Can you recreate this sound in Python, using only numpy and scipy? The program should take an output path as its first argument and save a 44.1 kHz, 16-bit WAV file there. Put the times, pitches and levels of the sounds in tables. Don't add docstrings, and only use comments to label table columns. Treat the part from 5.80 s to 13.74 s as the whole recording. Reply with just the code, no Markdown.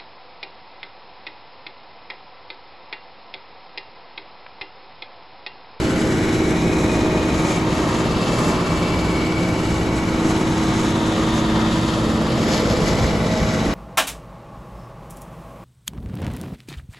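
import sys
import numpy as np
from scipy import signal
from scipy.fft import rfft, irfft
from scipy.io import wavfile

SR = 44100
rng = np.random.default_rng(int(sys.argv[2]) if len(sys.argv) > 2 else 0)


def int16_out(signal):
    q = np.round(np.clip(np.atleast_2d(signal).T, -1, 1) * 32767)
    wavfile.write(sys.argv[1], SR, q.astype(np.int16))


N = 350154
TIME = np.arange(N) / SR
BIN_HZ = np.arange(N // 2 + 1) * SR / N
TURN_S, TURN_TIME_S = 1.27, 0.95


def diesel(cycles):
    # (multiple of the engine cycle, rms level [dB])
    harmonics = [(2, -46), (3, -42), (4, -46), (6, -35.5), (7, -40), (9, -31.5), (10, -34), (13, -33),
                 (14, -41), (15, -41), (16, -34.5), (18, -48), (22, -45), (24, -48), (25, -44), (26, -47),
                 (27, -47), (28, -50), (29, -47)]
    drone = sum(undb(db) * tone(cycles, order, flutter_db=1.1, wobble_rad=0.45)
                for order, db in harmonics)
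    boom_db = -32.5 + 5.3 * turned(4.4, 0.3) - 13 * swell(3.34, 0.45)
    return drone + undb(boom_db) * tone(cycles, order=12, flutter_db=1.43, wobble_rad=0.086)


def cutterhead(cycles):
    # (time [s], half-width [s], rise [dB])
    beams = [(1.35, 1, 12), (7.9, 1, 12.5)]
    knife_db = -27 + interference(loudest_s=0.8, period_s=4.25, reflection=0.38) - 9 * swell(8.1, 1.04)
    octave_db = -45.5 + sum(db * swell(s, width) for s, width, db in beams)
    knife = undb(knife_db) * tone(cycles, order=17.5, flutter_db=1.0, wobble_rad=0.051)
    octave = undb(octave_db) * tone(cycles, order=35, flutter_db=2.5, wobble_rad=0.3)
    return knife + octave


def drives(cycles):
    # (multiple of the engine cycle, relative level [dB])
    shaft_orders = [(3.28, -36), (4.37, -41.5), (6.56, -46), (6.83, -38), (9.56, -34.5), (10.93, -41.5),
                    (19.12, -41.5), (28.7, -41.5), (47.9, -47), (52.5, -48)]
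    shafts = sum(undb(db + 0.7) * tone(cycles, order, flutter_db=3.5, wobble_rad=0.65)
                 for order, db in shaft_orders)
    belt_db = -36.5 + interference(loudest_s=0.96, period_s=12.3, reflection=0.92)
    return shafts + undb(belt_db) * tone(cycles, order=20.52, flutter_db=1.5, wobble_rad=0.23)


def exhaust_rumble():
    # (frequency [Hz], relative density [dB])
    spectrum = [(15, -26), (28, -17), (42, -10), (60, -4), (95, 4.5), (140, 3), (200, -4.5), (300, -15),
                (600, -39)]
    return undb(-29.5) * coloured(gain_curve(spectrum))


def fan_roar(cycle_hz, firings, surge_db):
    # (frequency [Hz], relative density [dB])
    spectrum = [(100, -9), (190, -4), (270, 2.5), (350, 0), (420, -0.5), (520, -6.5), (640, -13.5),
                (900, -13), (2000, -69)]
    light_load_hz, db_per_sag_hz = 18.4, 8
    effort_db = db_per_sag_hz * (light_load_hz - cycle_hz) + surge_db
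    level_db = -24.5 - 5 * turned(TURN_S, TURN_TIME_S) + effort_db
    return undb(level_db) * coloured(gain_curve(spectrum)) * (1 + 0.067 * firings)


def clatter(cycles, firings, feed_db):
    # (frequency [Hz], relative density [dB])
    spectrum = [(350, -4), (600, 2), (800, 0), (1000, 0), (1250, -1.5), (1500, -8), (1720, -10.5),
                (1950, -8.5), (2500, -14.5), (3300, -37), (6000, -60)]
    level_db = -29 + 2.5 * turned(TURN_S, TURN_TIME_S) + feed_db
    pulsing = 1 + 0.03 * firings + 0.073 * throb(cycles, sharpness=2.1)
    return undb(level_db) * coloured(gain_curve(spectrum), scatter_db=1.5) * pulsing


def crop_stream(cycles, crunch_gain, chaff_db, thin_db):
    # (frequency [Hz], relative density [dB])
    rush_spectrum = [(1200, -7), (2000, -6), (2900, 2), (3400, -2), (3900, 1.5), (4500, -2.5), (5300, -5.5),
                     (6500, -11), (9000, -36)]
    hiss_spectrum = [(3500, -22), (5000, -7), (6200, -1), (7300, 0), (8100, -1.5), (9000, -2), (9700, -5),
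                     (10200, -10), (11300, -10), (12000, -15)]
    crunch_spectrum = [(700, -14), (1300, -5), (2200, 10), (2700, 0), (3300, 4), (4200, 4.5), (5200, 4),
                       (6700, 3.5), (7600, -1), (9000, -18), (12000, -8)]
    turn = turned(TURN_S, TURN_TIME_S)
    flow_db = thin_db + 0.55 * walk(6)
    rush_db = -36 + 1.2 * turn + flow_db
    hiss_db = -39 - 1.16 * turn + flow_db + chaff_db + 1.2 * walk(11)
    rush = undb(rush_db) * coloured(gain_curve(rush_spectrum), scatter_db=2.0)
    hiss = undb(hiss_db) * coloured(gain_curve(hiss_spectrum), scatter_db=2.6)
    crunch = crunch_gain * coloured(gain_curve(crunch_spectrum), scatter_db=4.0)
    lumps = undb(0.55 * walk(14))
    pulsing = 1 + 0.078 * throb(cycles, sharpness=0.96) + 0.043 * throb(3 * cycles, sharpness=1)
    return (rush + hiss + crunch) * lumps * pulsing


def uneven_feed():
    # (time [s], half-width [s], crunch level [dB],
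    # roar change [dB], clatter change [dB], chaff hiss change [dB])
    bunches = [(1.35, .18, -50, 2, 0, -0.5), (1.688, 0.066, -36, -1, 1.5, 4.5),
               (2.082, 0.15, -42, 0, 1.5, 2.5), (2.65, 0.13, -37.5, 4, 1.3, 3.5),
               (4.482, 0.1, -42, 4, 1, 2.5), (5.018, .11, -37.5, 1, 0.5, 1.5),
               (5.57, 0.033, -35, -3, 1.5, 3), (5.8, 0.08, -58, -1, 2, -2),
               (6.678, 0.074, -30.5, 2.5, 2, 0), (6.755, 0.052, -30.5, 0.5, 0.5, 3),
               (6.897, 0.12, -33.5, 0.5, 2, -1), (7.085, 0.052, -30, -6, 1, 0),
               (7.23, 0.075, -32.5, -1, 0.5, -4), (7.66, 0.25, -33.5, -3.5, 0.2, -3)]
    # (time [s], half-width [s], level change [dB])
    gaps = [(1.859, 0.094, -1), (3.303, .2, -0.5), (3.946, 0.56, -1), (6.3, 0.15, -0.6)]
    crunch_gain = sum(undb(db) * swell(s, width) for s, width, db, *_ in bunches)
    surge_db, knock_db, chaff_db = sum(np.outer(changes_db, swell(s, width))
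                                       for s, width, _, *changes_db in bunches)
    thin_db = sum(db * swell(s, width) for s, width, db in gaps)
    return crunch_gain, surge_db, knock_db, chaff_db, thin_db


def sheet_metal(cycles):
    # (frequency [Hz], half-width [Hz], level [dB], facing time [s], half-width [s])
    modes = [(1670, 1000, -34, 0.26, 1), (2460, 67, -39, 1.3, 0.55), (3800, 130, -51, 1, 0.3),
             (2680, 32, -42.5, 2.8, 1), (1093, 60, -32, 2.8, 0.4), (3580, 300, -39.5, 5.42, 0.95),
             (2000, 140, -43.5, 7.2, 0.69), (490, 64, -27.5, 7.07, 0.73), (2288, 47, -32.5, 1.68, 0.16),
             (2237, 56, -36.5, 3.45, 0.34)]
    spout = undb(-39) * swell(2.7, 3.2) * resonance(centre_hz=2266, half_width_hz=71)
    panels = sum(undb(db) * swell(s, width_s) * resonance(hz, width_hz)
                 for hz, width_hz, db, s, width_s in modes)
    return panels + spout * (1 + 0.18 * throb(cycles, sharpness=0.96))


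def resonance(centre_hz, half_width_hz):
    return coloured(1 / (1 + ((BIN_HZ - centre_hz) / half_width_hz) ** 2))


def hollow_steel(x, t60_s=0.057, share=0.3):
    t = np.arange(SR // 5) / SR
    responses = rng.standard_normal((2, len(t))) * np.exp(-np.log(1000) * t / t60_s)
    one, other = (signal.fftconvolve(x, r[None] / np.linalg.norm(r), axes=1)[:, :N] for r in responses)
    angle = 1.7 * TIME
    ringing = np.cos(angle) * one + np.sin(angle) * other
    return (x + share * ringing) / np.hypot(1, share)


def ground_echo(x):
    # (time [s], lag [ms], amplitude relative to the direct sound)
    reflection = [(0, 0.66, 0.2), (.5, 0.55, 0.26), (1, 0.52, 0.17), (1.3, 0.57, 0.17), (1.7, 0.61, 0.091),
                  (4, 0.64, 0.15), (7.9, 0.57, 0.13)]
    lag_ms, share = curves(reflection)
    dulled = irfft(rfft(x) * gain_curve([(3300, 0), (5000, -6), (9000, -18)]), N)
    echo = np.array([np.interp(TIME - lag_ms / 1000, TIME, channel) for channel in dulled])
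    return (x + share * echo) / np.hypot(1, share)


def wind():
    # (time [s], half-width [s], relative level [dB])
    puffs = [(2.33, 0.086, -27), (7.02, 0.093, -22.5), (7.22, 0.12, -21), (7.636, 0.031, -18.5),
             (7.85, .1, -26)]
    gust = sum(undb(db - 1) * swell(s, width) for s, width, db in puffs)
    return gust * coloured(gain_curve([(15, -22), (30, -6), (48, 11), (90, 8), (160, 8), (400, -43)]))


def tone(cycles, order, flutter_db, wobble_rad):
    phase = 2 * np.pi * (order * cycles + rng.random()) + wobble_rad * walk(6.1)
    return np.sqrt(2) * np.sin(phase) * undb(flutter_db * walk(3.1))


def interference(loudest_s, period_s, reflection):
    angle = 2 * np.pi * (TIME - loudest_s) / period_s
    return 20 * np.log10(np.abs(1 + reflection * np.exp(1j * angle)))


def coloured(gain, scatter_db=0):
    # (frequency [Hz], side level relative to mid [dB])
    spread = [(40, -13), (100, -14), (150, -17), (300, -20), (600, -16), (1100, -9.5), (1600, -4),
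              (2500, -6), (3300, -9), (4200, -11), (5600, -6), (7000, -24), (8100, -13), (9000, -26)]
    mid = irfft(rfft(impacts(scatter_db)) * gain, N)
    side = irfft(rfft(impacts(scatter_db)) * gain * gain_curve(spread), N)
    return np.array([mid + side, mid - side]) / np.std(mid)


def impacts(scatter_db):
    return unit_rms(rng.standard_normal(N) * undb(scatter_db * np.minimum(rng.exponential(size=N), 7)))


def throb(cycles, sharpness):
    pulse = np.exp(sharpness * np.cos(2 * np.pi * cycles))
    return unit_rms(pulse - pulse.mean())


def walk(rate_hz):
    return unit_rms(irfft(rfft(rng.standard_normal(N)) * np.exp(-(BIN_HZ / rate_hz) ** 2), N))


def swell(centre_s, half_width_s):
    return np.exp(-((TIME - centre_s) / half_width_s) ** 2)


def turned(centre_s, time_constant_s):
    return 0.5 + 0.5 * np.tanh((TIME - centre_s) / time_constant_s)


def curves(table):
    s, *columns = np.transpose(table)
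    return [np.interp(TIME, s, column) for column in columns]


def over_hz(points):
    hz, value = np.transpose(points)
    return np.interp(np.log(BIN_HZ + 1), np.log(hz), value)


def gain_curve(points):
    return undb(over_hz(points))


def undb(db):
    return 10 ** (np.asarray(db) / 20)


def unit_rms(x):
    return x / np.sqrt(np.mean(x ** 2))


def scene():
    # (time [s], cycle rate [Hz])
    speed = [(0, 18.33), (.4, 18.3), (.85, 18.02), (1.25, 18.03), (1.7, 18.13), (2.6, 18.13), (4.3, 18.36),
             (6, 18.39), (6.7, 18.06), (7.9, 18.05)]
    cycle_hz, = curves(speed)
    cycles = np.cumsum(cycle_hz) / SR
    firings = throb(6 * cycles, sharpness=1.2)
    crunch_gain, surge_db, knock_db, chaff_db, thin_db = uneven_feed()
    drone = diesel(cycles) + cutterhead(cycles) + drives(cycles)
    body = exhaust_rumble() + fan_roar(cycle_hz, firings, surge_db)
    knocks = clatter(cycles, firings, knock_db + thin_db)
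    crop = crop_stream(cycles, crunch_gain, chaff_db, thin_db) + sheet_metal(cycles)
    return drone + body + ground_echo(hollow_steel(knocks + crop)) + wind()


def record(dry, cutoff_hz=11650):
    # (frequency [Hz], phase lead of the left port [rad])
    port_phase = [(950, 0), (1500, -.8), (1900, 0), (2400, -.3), (3000, 0), (5500, .2), (6300, 0),
                  (7600, 0), (8500, 3.05), (9600, 3.25), (10400, 6.28)]
    # (frequency [Hz], left minus right level [dB])
    imbalance = [(100, 0), (300, -.5), (700, .3), (1000, -.8), (1600, 2.3), (2400, 2), (4000, 1), (7000, 0)]
    half_db = over_hz(imbalance) / 2
    ports = np.array([undb(half_db) * np.exp(1j * over_hz(port_phase)), undb(-half_db)])
    heard = irfft(rfft(dry) * ports, N)
    return signal.sosfilt(signal.ellip(10, 0.2, 80, cutoff_hz, fs=SR, output="sos"), heard)


dry = scene()
out = record(dry)
int16_out(out)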